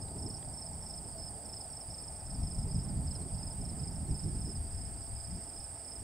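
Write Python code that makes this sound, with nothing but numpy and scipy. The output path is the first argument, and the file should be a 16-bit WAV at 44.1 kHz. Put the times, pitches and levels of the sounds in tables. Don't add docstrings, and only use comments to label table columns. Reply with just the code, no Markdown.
import sys
import numpy as np
from scipy import signal
from scipy.io import wavfile
from scipy.ndimage import uniform_filter1d

SR = 44100
rng = np.random.default_rng(int(sys.argv[2]) if len(sys.argv) > 2 else 0)


def wav_record(signal):
    frames = np.transpose(np.atleast_2d(signal))
    bounded = np.clip(frames, -1, 1)
    quanta = np.round(bounded * 32767).astype(np.int16)
    wavfile.write(sys.argv[1], SR, quanta)


N = 265923
T = np.arange(N) / SR

STROKE_S, STROKE_FALL, STROKE_BEND, STROKE_RISE, STROKE_FADE = .027, .21, 2.8, 1.7, 2.6
# (delay t/s, level/dB relative)
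CHIRP_STROKES = [(0, -1), (.038, 0.5), (.079, 0.5)]


def amp(db):
    return 10 ** (np.asarray(db) / 20)


def evened(x):
    return x / np.sqrt(np.mean(x ** 2) + 1e-20)


def sides(pan_db):
    left = amp(pan_db) * np.ones(1)
    return np.array([2 * left, 2 + 0 * left]) / (1 + left)


def curves(rows):
    s, *columns = np.transpose(rows)
    return [np.interp(T, s, column) for column in columns]


def add(mix, s, sound):
    part = mix[:, round(s * SR):][:, :sound.shape[1]]
    part += sound[:, :part.shape[1]]


def noise(spectrum, same, patchy_db, size=1024):
    hop, hz = size // 4, np.fft.rfftfreq(size, 1 / SR)
    a, b, c, d, patches = rng.standard_normal((N // hop + 5, len(hz), 5)).T
    patches = uniform_filter1d(patches, size=9, axis=0)
    patches = evened(uniform_filter1d(patches, size=9, axis=1))
    f, db = np.transpose(spectrum)
    colour_db = np.interp(np.log(hz + 1), np.log(f), db, -120, -120)[:, None]
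    same, left = np.clip(same, 0, 1), a + 1j * b
    right = same * left + np.sqrt(1 - same ** 2) * (c + 1j * d)
    z = np.array([left, right]) * amp(colour_db + patchy_db * patches)
    return evened(signal.istft(z, nperseg=size, noverlap=size - hop)[1][:, :N])


def stroke(hz, length, fall, bend, rise, fade, phase=0):
    u = np.arange(0, length, 1 / SR) / length
    shape = u ** rise * (1 - u) ** fade
    glide_hz = hz * (1 - fall * u ** bend)
    tone = np.sin(2 * np.pi * (np.cumsum(glide_hz) / SR + phase))
    return shape / shape.max() * tone


def scattered(x, t60):
    t = np.arange(SR // 4) / SR
    taps = rng.standard_normal((2, len(t))) * amp(-60 * t / t60)
    return signal.fftconvolve(x, taps / np.linalg.norm(taps[0]), axes=1)[:, :N]


def field_crickets():
    # (f/Hz, relative level/dB per Hz)
    blur_colour = [(4100, -38), (4450, -6.5), (4800, 1), (5250, 3), (5550, -11), (5800, -38)]
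    near, far = near_field_crickets(), far_field_crickets()
    echoes = scattered(amp(-14) * near + amp(1.0) * far, 0.053)
    blur = amp(-66) * sides(-3.5) * noise(blur_colour, 0.93, 1.6, size=256)
    return near + far + echoes + blur


def near_field_crickets():
    # (start t/s, level/dB, top f/Hz, left minus right/dB)
    chirps = [(-.064, -44.5, 5330, -4), (.18, -46.5, 5380, -6), (.257, -43.5, 5340, -3),
              (.531, -47.5, 5430, -3), (.58, -45.5, 5340, -2), (.82, -46.5, 5400, -4),
              (.893, -43.5, 5330, -3), (1.038, -52, 5260, -2), (1.177, -46, 5350, -3),
              (1.193, -44.5, 5330, -3), (1.449, -46.5, 5420, -3.5), (1.524, -43, 5314, -3),
              (1.725, -45.5, 5400, -4), (1.898, -44, 5310, -3.5), (1.994, -47, 5370, -5),
              (2.12, -54.5, 5380, -2), (2.26, -49, 5370, -5), (2.426, -46, 5310, -4),
              (2.543, -48.5, 5330, -6), (2.707, -45.5, 5280, -5), (2.802, -50.5, 5390, -6),
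              (3.068, -44.5, 5305, -4.5), (3.342, -49.5, 5390, -6), (3.425, -46, 5270, -5),
              (3.608, -47, 5370, -6), (3.791, -45.5, 5270, -6), (3.872, -52, 5420, -7),
              (4.104, -48.5, 5240, -5), (4.149, -47.5, 5390, -8), (4.409, -46.5, 5360, -6),
              (4.467, -48.5, 5280, -8), (4.701, -56, 5370, -13), (4.768, -50.5, 5290, -11),
              (4.978, -55.5, 5370, -13), (5.158, -48, 5250, -11), (5.267, -52, 5350, -13),
              (5.39, -54.5, 5310, -7), (5.49, -51.5, 5270, -7), (5.557, -49, 5350, -10),
              (5.842, -53, 5380, -11), (5.873, -48, 5310, -9)]
    # (start t/s, level/dB, top f/Hz, left minus right/dB)
    lone = [(.319, -54, 5460, -4), (.356, -53, 5170, -2), (.364, -49, 5580, 0), (1.636, -50, 5250, -3),
            (1.873, -55, 4950, -3), (2.355, -54, 4960, -5), (2.685, -53, 4980, -7), (3.105, -61, 4330, -2),
            (3.143, -60, 4270, -1), (3.153, -51, 5340, -3), (3.211, -60, 4330, -2), (3.398, -53, 5020, -4),
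            (3.656, -67, 4300, -2), (3.692, -63, 4300, -1), (4.062, -61, 4400, -1),
            (4.277, -49.5, 5350, -3), (4.345, -50.5, 5230, -7), (4.38, -53, 5260, -3),
            (4.723, -53, 5190, -8), (4.929, -58, 4780, -8), (5.129, -55, 5180, -6), (5.793, -54, 5320, -4),
            (5.905, -50, 5280, -7)]
    faint_per_s, uneven_db = 12, 0.5
    strokes = [(s + delay, db + more_db, hz, pan_db)
               for s, db, hz, pan_db in chirps for delay, more_db in CHIRP_STROKES]
    wait, close, pitch, side = rng.random((130, 4)).T
    faint_starts = np.cumsum(2 * wait / faint_per_s)
    faint = zip(faint_starts, -60.5 + 2.5 * close, 4790 + (5664 - 4790) * pitch, -9 + 8 * side)
    strokes = [row for row in strokes + lone + list(faint) if row[0] >= 0]

    near = np.zeros((2, N))
    chances = rng.random((len(strokes), 4))
    for (s, db, hz, pan_db), (phase, stretch, uneven, slide) in zip(strokes, chances):
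        length = STROKE_S * (.92 + .16 * stretch)
        fall = STROKE_FALL * (0.677 + 0.39 * slide)
        one = stroke(hz, length, fall, STROKE_BEND, STROKE_RISE, STROKE_FADE, phase)
        level = amp(db + uneven_db * (2 * uneven - 1.5))
        add(near, s, level * sides(pan_db) * one)
    return near


def far_field_crickets():
    chirps_per_s, faintest_db = 40, -72
    far = np.zeros((2, N))
    draws = rng.random((400, 4))
    starts = np.cumsum(2 * draws[:, 0] / chirps_per_s)
    for s, (_, pitch, close, side) in zip(starts, draws):
        one = stroke(4750 + 850 * pitch, STROKE_S, STROKE_FALL, STROKE_BEND, STROKE_RISE, STROKE_FADE)
        one *= amp(faintest_db + 9 * close)
        for delay, _ in CHIRP_STROKES:
            add(far, s + delay, sides(-11 + 10 * side) * one)
    return far


def ground_crickets():
    # (f/Hz, relative level/dB per Hz)
    crowd_colour = [(3650, -89), (6200, -30.5), (6950, -22), (7620, -6), (8010, 3), (8510, 8), (9100, 0),
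                    (9370, -23), (9850, -26), (10200, -30), (13300, -90), (22000, -120)]
    # (t/s, level/dB, left minus right/dB)
    crowd_moves = [(0.0, -48.5, -5.5), (1.39, -48.5, -5.5), (2.57, -49, -5), (3.43, -48, -5),
                   (6.03, -48.5, -7)]
    # (top f/Hz, strokes per second/Hz, first stroke t/s, mean peak level/dB,
    # left minus right/dB)
    trillers = [(6980, 13.81, .008, -70, -8), (7700, 16.3, .02, -62, -8), (8600, 18.0, .02, -54, -4),
                (9100, 19.6, .03, -56, -5)]
    f, db = np.transpose(crowd_colour)
    pitches = np.linspace(7500, 9500, num=60)
    crowd = np.zeros((2, N))
    for hz, (pace, first, side) in zip(pitches, rng.random((len(pitches), 3))):
        per_s = hz / 480 * (.9 + .2 * pace)
        singer_db = np.interp(hz * 0.988, f, db)
        crowd += trill(hz, per_s, first / 18, singer_db, 8 * side - 4)
    blur = noise(crowd_colour, 0.6, 1.0, size=256)
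    level_db, pan_db = curves(crowd_moves)
    both = evened(amp(-1) * evened(crowd) + blur) * amp(level_db + 1.0) * sides(pan_db)
    near = sum(trill(*row) for row in trillers)
    return both + near + amp(-4) * scattered(near, .06)


def trill(hz, per_s, first, db, pan_db):
    out, draws = np.zeros((2, N)), rng.standard_normal((150, 2))
    lag = rng.normal(0, .16)
    one = np.array([stroke(hz, .026, .1, 2.2, 1.2, 1.8, phase) for phase in (lag, -lag)]) * sides(pan_db)
    starts = first + np.arange(150) / per_s + .0004 * np.cumsum(draws[:, 0])
    for s, wobble in zip(starts, draws[:, 1]):
        add(out, max(s, 0), amp(db + 2.6 * wobble) * one)
    return out


def wind():
    # (t/s, rumble level/dB, flutter level/dB, rush level/dB,
    # flutter left minus right/dB)
    gusts = [(0.0, -46.5, -50.5, -58.5, 3), (0.28, -44.5, -45, -52.5, -5.5), (0.37, -51, -50, -56, -6.5),
             (0.7, -48, -51.5, -62, -1.5), (1.23, -49.5, -54, -58.5, -14), (1.63, -54, -57.5, -60, -4),
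             (2.23, -48, -54.5, -60.5, 5), (2.43, -37, -39, -66, 1.5), (2.52, -41.5, -46, -57.5, -3.5),
             (2.94, -38.5, -39, -57, -5.0), (3.27, -43, -46.5, -56.5, -8.5), (3.32, -45, -46, -58.5, -7.5),
             (4.47, -40, -43, -53.5, -5), (4.75, -41.5, -56.5, -58.5, 4.5), (4.82, -43.5, -49, -57.5, 10),
             (5.24, -45.5, -64.5, -64, 12), (5.32, -43, -44, -61, 5), (5.46, -50, -62, -59.5, 2),
             (5.95, -54.5, -62.5, -66.5, -2), (6.03, -46.5, -63, -61, 0.0)]
    # (f/Hz, relative level/dB per Hz)
    rumble_colour = [(12, -29), (25, -10.5), (60, -0.5), (100, -3.5), (140, -20.5), (300, -33.5)]
    flutter_colour = [(60, -56), (110, -0.5), (175, -4.5), (230, -14), (290, -18.5), (500, -59)]
    rush_colour = [(180, -34), (260, 1), (330, -2.5), (440, -5), (520, -21.5), (900, -60)]
    rumble_db, flutter_db, rush_db, pan_db = curves(gusts)
    rumble_lift_db, flutter_lift_db = buffet_lifts()
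    buffeting = lumps()
    rumble = levelled(noise(rumble_colour, .997, .6, size=2048), size=2000) * buffeting
    flutter = levelled(noise(flutter_colour, .98, 1.6), size=2000)
    flutter = flutter * np.sqrt(buffeting * lumps())
    rush = noise(rush_colour, 0.89, 3.1) * amp(rush_db + 0.65 * flutter_lift_db)
    rumble_sides = sides(2 + .25 * pan_db)
    return (rumble * amp(rumble_db + rumble_lift_db) * rumble_sides
            + flutter * amp(flutter_db + flutter_lift_db) * sides(pan_db) + rush)


def buffet_lifts():
    # (centre t/s, rumble lift level/dB, flutter lift level/dB)
    hard_buffets = [(.27, 0, 1.5), (2.421, 7, 4.5), (2.59, 7, 2), (2.66, 6.5, 6), (2.771, 4.5, 8),
                    (2.968, 5.5, 5), (3.09, 4.5, -4), (3.34, 7.5, 1.5), (3.48, 3.5, -2), (3.61, 8, 4),
                    (3.83, 4, 7), (4.11, 10, 10), (4.26, 5, 7.5), (4.47, 2, 1.5), (4.6, 5, 1),
                    (4.75, 4, -5), (5.07, 2, 3), (5.39, 2, 5.5)]
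    half_width_s = .025
    return sum(np.exp(-((T - s) / half_width_s) ** 2) * np.array(lifts)[:, None]
               for s, *lifts in hard_buffets)


def levelled(x, size):
    power = uniform_filter1d((x ** 2).mean(0), size)
    return x / np.sqrt(abs(uniform_filter1d(power, size)) + 1e-3)


def lumps():
    depth_db, top_hz = 2.0, 9
    rates, phases = np.geomspace(top_hz / 4, top_hz, num=24), rng.random(24)
    wander = np.sin(2 * np.pi * (rates[:, None] * T + phases[:, None])).sum(0)
    return evened(amp(depth_db * evened(wander)))


def road():
    # (f/Hz, relative level/dB per Hz)
    road_colour = [(280, -27), (480, -9), (565, -11), (636, -2), (672, -4), (742, -5), (820, -3),
                   (1100, -14.5), (1290, -13), (1400, -15), (2090, -19.5), (2290, -20.5), (3910, -29.5),
                   (4200, -33), (5460, -58), (9240, -120)]
    # (t/s, roar level/dB, hiss level/dB, left minus right/dB)
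    traffic = [(0.0, -55.5, -70.5, 6.5), (1.2, -57, -69, 5), (3.68, -56.5, -68, 3.0),
               (4.68, -60.5, -67.5, 4), (6.03, -58.5, -67, 4)]
    # (t/s, f/Hz, rms level/dB)
    whine_glide = [(0, 718, -77), (3.3, 692, -69), (3.7, 713, -72), (4.8, 677.3, -65), (6.03, 671, -66.5)]
    # (start t/s, length t/s, f/Hz, peak level/dB)
    soft_note = (1.13, .09, 660, -51)
    roar_db, hiss_db, pan_db = curves(traffic)
    low, high = (signal.butter(2, 1150, kind, fs=SR, output="sos") for kind in ("low", "high"))
    roar = evened(signal.sosfiltfilt(low, noise(road_colour, .975, .9)))
    hiss = evened(signal.sosfiltfilt(high, noise(road_colour, 0.89, 1.0)))
    hz, db = curves(whine_glide)
    whine = amp(db) * np.sqrt(2) * np.sin(2 * np.pi * np.cumsum(hz) / SR)
    out = (roar * amp(roar_db) + hiss * amp(hiss_db + 1.3) + whine) * sides(pan_db)
    s, length, note_hz, note_db = soft_note
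    add(out, s, amp(note_db) * sides(3.4) * stroke(note_hz, length, .01, 1.2, 0.4, 0.52))
    return out


def bird_whistles():
    # (start t/s, peak level/dB, top f/Hz, left minus right/dB)
    whistles = [(1.655, -73, 3900, 3), (3.125, -73, 3450, 3), (3.272, -72, 3500, 3), (3.392, -74, 3300, 3)]
    out = np.zeros((2, N))
    for s, db, hz, pan_db in whistles:
        add(out, s, amp(db) * sides(pan_db) * stroke(hz, 0.049, 0.33, 1.6, 0.62, 0.75))
    return out


def dry_ticks():
    # (t/s, level/dB of the first ring, first ring f/Hz, second ring f/Hz)
    ticks = [(.084, -49, 4000, 8300), (0.166, -62, 3100, 2630), (.428, -49.5, 3300, 1920),
             (1.54, -55, 2800, 1830)]
    out, t = np.zeros((2, N)), np.arange(600) / SR
    click = 0.6 * amp(-60 * t / 0.0027) * np.sin(2 * np.pi * 2900 * t)
    for s, db, hz, second_hz in ticks:
        ring = np.sin(2 * np.pi * hz * t) + 1.1 * np.sin(2 * np.pi * second_hz * t)
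        add(out, s, sides(4) * amp(db) * (amp(-60 * t / 0.0097) * ring + click))
    return out


def air():
    # (f/Hz, relative level/dB per Hz)
    air_colour = [(3000, -2), (6000, -3), (9500, -6), (10400, -14), (11000, -12), (11600, -2), (15500, 0),
                  (18000, 0)]
    return amp(-68.5) * noise(air_colour, .998, 1.1, size=256)


def scene():
    return (field_crickets() + ground_crickets() + wind() + road()
            + bird_whistles() + dry_ticks() + air())


def record(dry):
    edge_hz = 15760
    low_pass = signal.firwin(2047, edge_hz, window=("kaiser", 10), fs=SR)
    return signal.oaconvolve(dry, low_pass[None], "same")


dry = scene()
out = record(dry)
wav_record(out)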